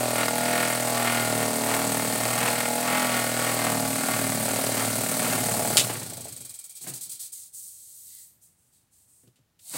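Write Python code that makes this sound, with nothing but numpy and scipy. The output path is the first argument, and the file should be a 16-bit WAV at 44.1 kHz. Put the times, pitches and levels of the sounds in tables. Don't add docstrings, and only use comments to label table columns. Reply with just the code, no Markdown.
import sys
import numpy as np
from scipy import signal
from scipy.fft import rfft, irfft
from scipy.io import wavfile

SR = 44100
rng = np.random.default_rng(int(sys.argv[2]) if len(sys.argv) > 2 else 0)


def pcm_store(signal):
    levels = np.round(np.clip(np.atleast_2d(signal), -1, 1) * 32767)
    wavfile.write(sys.argv[1], SR, levels.astype(np.int16).T)


N = 430857
T = np.arange(N) / SR
FREQS = np.arange(N + 1) * SR / (2 * N)

# time_s, speed_hz (turns per second)
COAST = [(5.77, 36.8), (5.9, 33.53), (6.1, 28.22), (6.3, 25.12), (6.5, 21.74), (6.7, 17.64), (6.9, 15.71),
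         (7.04, 11.7), (7.25, 7.95), (7.52, 2.8), (7.75, 0), (9.6, 0), (9.77, 30)]
# centre_s, half_length_s, chatter_rise_db
PRESSES = [(0.21, 0.053, 8.5), (0.59, 0.17, 8.5), (1.11, 0.19, 8), (1.42, 0.045, 3.5), (1.73, 0.093, 6),
           (2.2, 0.34, 3), (2.48, 0.13, 6.5), (2.94, 0.11, 9), (3.15, 0.11, 7.5), (3.46, 0.11, 6.5),
           (3.67, 0.07, 6.5), (4.14, 0.11, 5), (4.58, 0.18, 2.5), (4.82, 0.058, 5.5), (5.3, 0.12, 7.5)]
# frequency_hz, level_db
CHATTER_COLOUR = [(300, -1.5), (750, 3.5), (1100, -3.5), (1400, -4), (1650, -1.5), (2200, -3.5),
                  (2700, -3.5), (3500, -10), (6000, -26)]
# frequency_hz, width_hz, level_db
TUBE = [(1141, 26, 7), (1334, 85, -1.5), (1415, 39, 5), (1841, 36, -1), (2098, 15, 7.5), (2250, 130, -6.5),
        (3200, 74, -10), (4450, 920, -13.5), (8060, 320, -4)]
# frequency_hz, level_db
AIR = [(18, -53.5), (30, -25), (102, -7.5), (394, -23.5), (881, -27), (1000, -28.5), (15000, -36)]
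OFF_S, ON_S, FULL_S = 5.77, 9.59, 9.778


def undb(db):
    return 10 ** (np.asarray(db) / 20)


def curve(rows):
    rows = np.array(rows)
    return np.interp(T, rows[:, 0], rows[:, 1])


def unit(x):
    return x / np.std(x)


def through(x, response):
    return irfft(rfft(x, 2 * N) * response)[:N]


def colour(points):
    hz, db = np.transpose(points)
    gain = undb(np.interp(np.log(FREQS + 1), np.log(hz), db))
    gain = gain * np.minimum((FREQS + 1) / hz[0], 1) ** 2
    cepstrum = irfft(np.log(gain))[:N]
    cepstrum[0] /= 2
    return np.exp(rfft(2 * cepstrum, 2 * N))


def resonances(rows):
    return 1 + sum(undb(db) * 1j * FREQS * width / (hz ** 2 - FREQS ** 2 + 1j * FREQS * width)
                   for hz, width, db in rows)


def noise(response):
    return unit(through(rng.standard_normal(N), response))


def rung(envelope, response):
    force = rng.standard_normal(N) * envelope
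    return through(force, response) / np.sqrt(np.mean(np.abs(response) ** 2))


def walk(rate):
    return np.interp(T * rate, np.arange(N), rng.standard_normal(N))


def per_turn(turns):
    return rng.standard_normal(N)[(turns - np.floor(turns[0])).astype(int)]


def burst(turns, at, width):
    return np.exp(-((turns - at) % 1) / width)


def fall(start, t60):
    return undb(-60 * np.maximum(T - start, 0) / t60) * (T >= start)


def swells(rows):
    return sum(db * np.exp(-((T - s) / half) ** 2) for s, half, db in rows)


def powered(law, whip):
    run_on_s = 0.03
    db, share, whip_db, fall_db_per_s, rise_db_per_s = law
    since_off = np.maximum(T - OFF_S - run_on_s, 0)
    running = undb(share * swells(PRESSES) + whip_db * whip - fall_db_per_s * since_off)
    restart = undb(rise_db_per_s * np.minimum(T - FULL_S, 0)) * (T > ON_S)
    return undb(db) * (running + restart)


def dragged(law, speed):
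    coast_hz = 25
    db, halving_db = law
    return undb(db + halving_db * np.log2(np.clip(speed / coast_hz, 1e-3, 1.2))) * (T > OFF_S)


def sway():
    # widest_s, half_length_s, period_s, lag_turns
    widest_s, half, period, lag = (2.82, 1.6, .55, .045)
    return lag * np.exp(-((T - widest_s) / half) ** 2) * np.cos(2 * np.pi * (T - widest_s) / period)


def hum(turns, speed, whip):
    # multiple, relative_level_db
    low_orders = [(1, -19.5), (2, -22.5), (3, 0)]
    # multiple, level_db before resonance and whip
    half_orders = [(3.5, -44.5), (4.5, -44), (5.5, -43.5), (6.5, -49)]
    # multiple, level_db before resonance and whip, bow_share
    high_orders = [(4, -47.5, 0.86), (5, -47, 0.97), (6, -41, .2), (7, -48, 0.35)]
    # centre_s, half_length_s, rise_db
    bows = [(.6, .15, 4), (1.38, .13, 9), (1.93, .17, 9), (2.95, .12, 7), (3.75, .17, 11), (4.35, .17, 9)]
    # centre_s, half_length_s, depth_db
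    hum_dips = [(0.33, 0.065, 3), (1.56, 0.061, 10.5), (2.14, 0.11, 4.5), (2.76, 0.14, 8.5),
                (3.0, 0.046, 10.5), (4.02, 0.087, 15.5), (4.62, 0.029, 8), (5.14, 0.099, 13)]
    # frequency_hz, width_hz, lift_db
    bends = [(121, 9.7, 13), (236, 26, 4), (266.6, 14, 13.5)]
    # frequency_hz, level_db
    whip_colour = [(78, -31.5), (100, -12), (113, -2.5), (170, -8), (250, -0.5), (340, -6.5), (600, -9.5),
                   (1000, -23.5)]
    hum_db, hum_hz, hum_db_per_hz = -40, 38, -0.5
    edge_hz, rumble_db = 86, -33.5
    hum_fall_db_per_s, rumble_fall_db_per_s = 136, 31.5
    settled_hz = 19.9

    def partial(k, db):
        order = np.round(2 * k) / 2
        return undb(db) * np.sqrt(2) * np.sin(2 * np.pi * (order * turns + rng.random()))

    def lift_db(k):
        order_hz = np.round(2 * k) / 2 * speed
        lift = sum(db / (1 + ((order_hz - hz) / (width / 2)) ** 2) for hz, width, db in bends)
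        return lift - np.maximum(edge_hz - order_hz, 0)

    sag_hz = np.maximum(speed, COAST[0][1]) - hum_hz
    low_db = hum_db + hum_db_per_hz * sag_hz - swells(hum_dips)
    low = sum(partial(k, db + low_db + 1.5 * walk(2.3)) for k, db in low_orders)
    high = sum(partial(k, db + share * swells(bows) + lift_db(k) - 6.5 * whip + 1.8 * walk(7))
               for k, db, share in high_orders)
    halves = sum(partial(k, db + lift_db(k) + 3 * walk(6.7)) for k, db in half_orders)
    pulsing = rng.standard_normal(N) * (1 + burst(turns, 0.14, 0.37))
    rumble = whip * undb(rumble_db) * unit(through(pulsing, colour(whip_colour)))
    coasting = np.maximum(T - OFF_S, 0)
    swinging = undb(-rumble_fall_db_per_s * coasting) * np.clip((speed - settled_hz) / 3, 0, 1)
    return low * undb(-hum_fall_db_per_s * coasting) + (high + whip ** 2 * halves + rumble) * swinging


def knocks(turns, speed, whip):
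    # frequency_hz, level_db
    knock_colour = [(100, -41.5), (160, -19), (300, -8), (370, -10.5), (445, 3), (490, -6), (560, 2),
                    (603, 6), (628, 3.5), (675, 9.5), (740, -7), (810, 5.5), (875, -8.5), (935, -6.5),
                    (1020, -17.5), (1400, -28), (4000, -36.5)]
    # level_db, press_share, full_whip_change_db, fall_db_per_s, restart_rise_db_per_s
    knock_law = (-28.5, -0.17, -7.5, 81, 656)
    # time_s, relative_level_db
    stray_knocks = [(6.12, -45), (6.176, -46), (6.252, -44), (6.268, -48.5)]
    loose_db, loose_hz = -54.5, 24.4
    detune, grip_per_press_db = .035, .04

    alternate = np.cos(np.pi * turns)
    count = np.floor(turns + whip * (.009 * walk(30) + .02 * whip * alternate))
    strength = undb(.6 * per_turn(turns + .5) + 4 * whip ** 2 * alternate)
    blows = (np.diff(count, prepend=count[0]) > 0) * strength
    travel = np.exp(-4j * np.pi * .003 * np.sqrt(600 * FREQS))
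    shaft = colour(knock_colour) * travel
    grip = np.clip(.5 + 0.46 * walk(5) + grip_per_press_db * (swells(PRESSES) - 4), 0, 1) * np.pi / 2
    eased, tight = (colour(np.array(knock_colour) * [1 + way * detune, 1]) * travel for way in (-1, 1))
    wave = through(blows * np.cos(grip) ** 2, eased) + through(blows * np.sin(grip) ** 2, tight)
    stray_blows = sum(undb(db) * (np.arange(N) == int(s * SR)) for s, db in stray_knocks)
    strays = through(stray_blows, shaft)
    wave = wave + sum(np.roll(wave, int(lag * SR)) * share * (1 + .7 * walk(7))
                      for lag, share in [(.0052, .2), (.0083, .29), (.0146, .3)])
    loose = undb(loose_db) * np.clip((speed - loose_hz) / 2, 0, 1)
    return (wave * np.hypot(powered(knock_law, whip), loose) + strays) / np.std(wave[:N // 2])


def roughness(turns, whip):
    repeat_share, grain_db = .75, 4
    angle = turns + (.002 + .006 * whip) * walk(90)
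    places = np.arange(1100) / 1100
    spots = rng.standard_normal((4, len(places))) * undb(grain_db * rng.standard_normal((4, len(places))))
    weights = np.array([walk(3) for _ in spots])
    track = sum(weight * np.interp(angle, places, row, period=1) for weight, row in zip(weights, spots))
    track = unit(track / np.linalg.norm(weights, axis=0))
    repeats = np.clip(repeat_share * (1 - whip ** 2), 0, 1)
    fresh = unit(rng.standard_normal(N) * undb(grain_db * walk(1500)))
    return np.sqrt(repeats) * track + np.sqrt(1 - repeats) * fresh


def pushed():
    # start_s, length_s, hiss_db, scrape_db
    pushes = [(6.744, 0.16, -42.5, -54), (6.823, 0.44, -38, -50.5), (7.274, 0.19, -43, -59.5),
              (7.51, 0.16, -42, -63), (7.659, 0.57, -47, -65), (8.057, 0.13, -67, -60),
              (8.405, 0.025, -52.5, -73), (8.561, 0.12, -67, -87), (8.707, 0.066, -62.5, -74),
              (8.905, 0.12, -60.5, -77), (9.062, 0.16, -61.5, -81)]
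    attack_s, t60_s = 0.031, 0.41
    power = 0
    for s, length, hiss_db, scrape_db in pushes:
        rise = np.clip((T - s) / attack_s, 0, 1)
        shape = rise * undb(-60 * np.maximum(T - s - length, 0) / t60_s)
        power = power + np.outer(undb([hiss_db, scrape_db]), shape) ** 2
    return np.sqrt(power)


def rubbing(turns, speed, whip):
    # frequency_hz, level_db
    hiss_colour = [(3000, -35.5), (5600, -14), (6500, -8), (7300, -5.5), (8100, -3), (9000, -1.5),
                   (10000, -5.5), (11500, -9), (12600, -8), (14000, -11), (15800, -10)]
    scrape_colour = [(1200, -30.5), (2600, -11.5), (3300, -5.5), (3950, 0.5), (4500, 1), (5500, -3),
                     (6500, -6), (9000, -19.5)]
    # level_db, press_share, full_whip_change_db, fall_db_per_s, restart_rise_db_per_s
    chatter_law = (-33.5, 1, -2, 59.5, 431)
    scrape_law = (-38.5, 0.2549, -0.5, 38.5, 180)
    hiss_law = (-31, 0.076, 3, 54, 166)
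    # level_db, db_per_halving of speed
    chatter_drag = (-60.5, 24)
    scrape_drag = (-51, 14)
    hiss_drag = (-41, 7.8)
    push_chatter_db = -22.5
    smooth_hiss_hz = 9450

    tube = resonances(TUBE)
    fast = np.clip((speed - 31) / 5, 0, 1)
    angle = turns % 1
    drop = np.clip((angle - speed / 160 - .02) / .06, 0, 1)
    lean = drop * np.exp(-(angle / np.clip(.88 - speed / 110, .5, 1)) ** 5)
    lean = lean * undb(1.8 * walk(100))
    swish_depth = np.clip(speed / 3.4, 0, 1) * (T < 9)
    swish = 1 + swish_depth * (.04 + speed / 52 + (1.25 - speed / 55) * lean - 1)

    def contact(at, width, depth, scatter_db, swishing):
        hits = 1 + depth * burst(turns, at, width) * undb(scatter_db * per_turn(turns))
        hits = hits * undb(1.6 * walk(400))
        return fast * hits / np.sqrt(np.mean(hits[:N // 2] ** 2)) + (1 - fast) * swish ** swishing

    pressure = np.clip((swells(PRESSES) - 2) / 10, 0, 1)
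    strokes = .6 * contact(.04, .28, 3.2 - .9 * pressure, 2, .6)
    strokes = strokes + .25 * contact(.22, .2, 2.5, 3, .6) + .15 * contact(.7, .15, 5, 3, .6)
    drag = .65 * contact(.33, .11, 2.6, 1.4, .9) + .35 * contact(.03, .17, 3.8, 2, .9)
    chatter = unit(through(roughness(turns, whip) * strokes, colour(CHATTER_COLOUR) * tube))
    scrape = noise(colour(scrape_colour) * tube) * contact(.02, .09, 1.1, 2.6, .6)
    top = 1 / (1 + (smooth_hiss_hz / (FREQS + 1)) ** 12)
    rub = noise(colour(hiss_colour) * tube)
    hiss = through(rub, 1 - top) * drag + through(rub, top) * contact(.03, .3, .7, 4, 1)
    push_hiss, push_scrape = pushed()
    layers = [(chatter, chatter_law, chatter_drag, undb(push_chatter_db) * push_scrape),
              (scrape, scrape_law, scrape_drag, push_scrape),
              (hiss, hiss_law, hiss_drag, push_hiss)]
    return sum(sound * np.sqrt(powered(law, whip) ** 2 + dragged(coast, speed) ** 2 + push ** 2)
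               for sound, law, coast, push in layers)


def clacks():
    # time_s, level_db
    square_hits = [(.157, -25), (.232, -24), (.282, -21), (.382, -27), (2.378, -24), (2.429, -23),
                   (2.478, -23), (2.604, -21), (2.655, -26), (2.877, -25), (3.143, -25), (4.667, -25),
                   (4.722, -27), (4.776, -24)]
    # frequency_hz, level_db; then its decay t60_s
    clack_colour = [(500, -6), (800, 0), (2200, -2), (4500, -7), (9000, -15), (15000, -22)]
    t60_s = .04
    crack = noise(colour(clack_colour) * resonances(TUBE))
    return crack * sum(undb(db) * fall(s, t60_s) for s, db in square_hits)


def switch():
    # start_s, level_db, t60_s
    clicks = [(5.7703, -7, .018), (5.776, -13, .13), (5.795, -23, .11), (9.278, -60, .02),
              (9.358, -64, .15), (9.593, -56, .07)]
    # frequency_hz, level_db
    switch_colour = [(100, -22), (600, -17), (1800, -10), (2900, -1), (4300, 0), (5800, -4), (7600, 1),
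                     (9500, -3), (12000, -11), (16000, -15)]
    # frequency_hz, relative_level_db, t60_s
    switch_modes = [(3100, -2, .06), (3540, -6, .06), (3935, -1, .055), (5360, -3, .05), (7680, -7, .05),
                    (8720, -7, .05), (9760, -5, .06)]
    crack = noise(colour(switch_colour)) * sum(undb(db) * fall(s, t60) for s, db, t60 in clicks)
    t = T[:SR // 2]
    ring = sum(undb(db) * np.exp(-np.log(1000) * t / t60) * np.sin(2 * np.pi * hz * t)
               for hz, db, t60 in switch_modes)
    return crack + undb(-15) * signal.fftconvolve(crack, ring / np.linalg.norm(ring))[:N]


def bumps():
    # start_s, thud_db, t60_s, treble_db (clatter relative to thud)
    bump_rows = [(5.894, -39, 0.17, 9), (5.954, -34, 0.082, 0), (6.016, -38.5, 0.12, -2),
                 (6.267, -46, 0.15, -2), (6.39, -54, .25, -14), (6.81, -55, 0.26, -9),
                 (6.841, -52, 0.19, -1), (6.865, -41.5, 0.39, -3), (7.06, -59, .17, -12),
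                 (7.125, -62, .15, -13), (9.234, -55, 0.14, -30), (9.273, -51, 0.08, -28),
                 (9.39, -57, 0.045, -24), (9.712, -57, 0.49, -18), (9.738, -48, 0.56, 6)]
    # frequency_hz, level_db
    bump_colour = [(50, -54), (85, -10), (120, 10), (190, 5.5), (340, 3), (600, -12), (1000, -22),
                   (2500, -26)]
    thud = sum(undb(db) * fall(s, t60) for s, db, t60, _ in bump_rows)
    clatter = sum(undb(db + treble_db) * fall(s, t60) for s, db, t60, treble_db in bump_rows)
    return rung(thud, colour(bump_colour)) + rung(clatter, colour(CHATTER_COLOUR))


def whirr(turns, speed):
    # frequency_hz, width_hz, relative_level_db
    whirr_modes = [(2380, 260, 0), (3210, 260, -.5)]
    # level_db, db_per_halving of speed
    whirr_drag = (-63, 8)
    # frequency_hz, width_hz, level_db
    hz, width, db = (8250, 700, -36)
    ticks = burst(turns, speed / 160 + .04, .13) * np.clip((speed - 15) / 4, 0, 1) * (T > OFF_S)
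    chirps = rung(undb(db) * ticks, (resonances([(hz, width, 0)]) - 1) ** 2)
    ringing = noise((resonances(whirr_modes) - 1) ** 2) * dragged(whirr_drag, speed)
    return (ringing + chirps) * (T < ON_S)


def slides():
    # centre_s, half_length_s, level_db, centre_hz, width_hz
    slide_rows = [(8.18, .12, -75, 1980, 460), (8.1, .2, -55, 13300, 4500), (8.151, .002, -43, 11500, 7000),
                  (9.15, .08, -63, 8600, 2200), (9.68, .04, -73, 780, 400), (9.697, .002, -35, 9500, 5000)]
    return sum(undb(db) * np.exp(-((T - s) / half) ** 2) * noise(np.exp(-((FREQS - hz) / (width / 2)) ** 2))
               for s, half, db, hz, width in slide_rows)


def shed(x, t60=0.085, wet_db=-13):
    t = T[:SR // 2]
    tail = rng.standard_normal(len(t)) * np.exp(-np.log(1000) * t / t60) * (t > .005)
    return x + undb(wet_db) * signal.fftconvolve(x, tail / np.linalg.norm(tail))[:N]


def scene():
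    # time_s, speed_hz (turns per second)
    driven = [(0.0, 40.27), (0.28, 39.68), (0.52, 41.03), (1.16, 39.86), (1.32, 38.64), (2.02, 38.78),
              (2.88, 40.91), (2.96, 41.48), (3.68, 39.09), (3.85, 37.8), (4.13, 38.88), (4.4, 37.2),
              (4.67, 38.27), (4.96, 37.49), (5.35, 38.08), (5.5, 36.95)]
    # time_s, level_db
    whip_rows = [(0, -17.5), (2.1, -6), (2.45, -6), (2.8, -14), (3.9, -6.5), (4.25, -4.5), (5.0, -3.5),
                 (5.35, -0.5), (5.8, -1.5)]
    # centre_hz, half_width_hz, in_phase_share, quarter_cycle_ahead_share
    leans = [(1850, 502, 0.079, .21), (8900, 640, -.06, -0.21)]
    slack_s, air_db, mic_hiss_db = 7.515, -71, -90

    speed = curve(np.vstack([driven, COAST]))
    turns = np.cumsum(speed) / SR - sway()
    turns = turns - np.interp(slack_s, T, turns)
    whip = undb(curve(whip_rows))
    struck = shed(knocks(turns, speed, whip) + switch() + bumps() + clacks())
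    machine = struck + hum(turns, speed, whip) + rubbing(turns, speed, whip) + whirr(turns, speed)
    mid = machine + slides() + undb(air_db) * noise(colour(AIR))
    lean = sum((level + 1j * lead) * np.exp(-np.abs((FREQS - hz) / half) ** 4)
               for hz, half, level, lead in leans)
    side = through(mid, lean) + undb(mic_hiss_db) * noise(colour(AIR))
    return np.array([mid + side, mid - side])


def record(dry):
    top_hz = 15800
    low_pass = signal.ellip(10, .2, 70, top_hz, fs=SR, output="sos")
    return signal.sosfilt(low_pass, np.clip(dry, -1, 1))


dry = scene()
out = record(dry)
pcm_store(out)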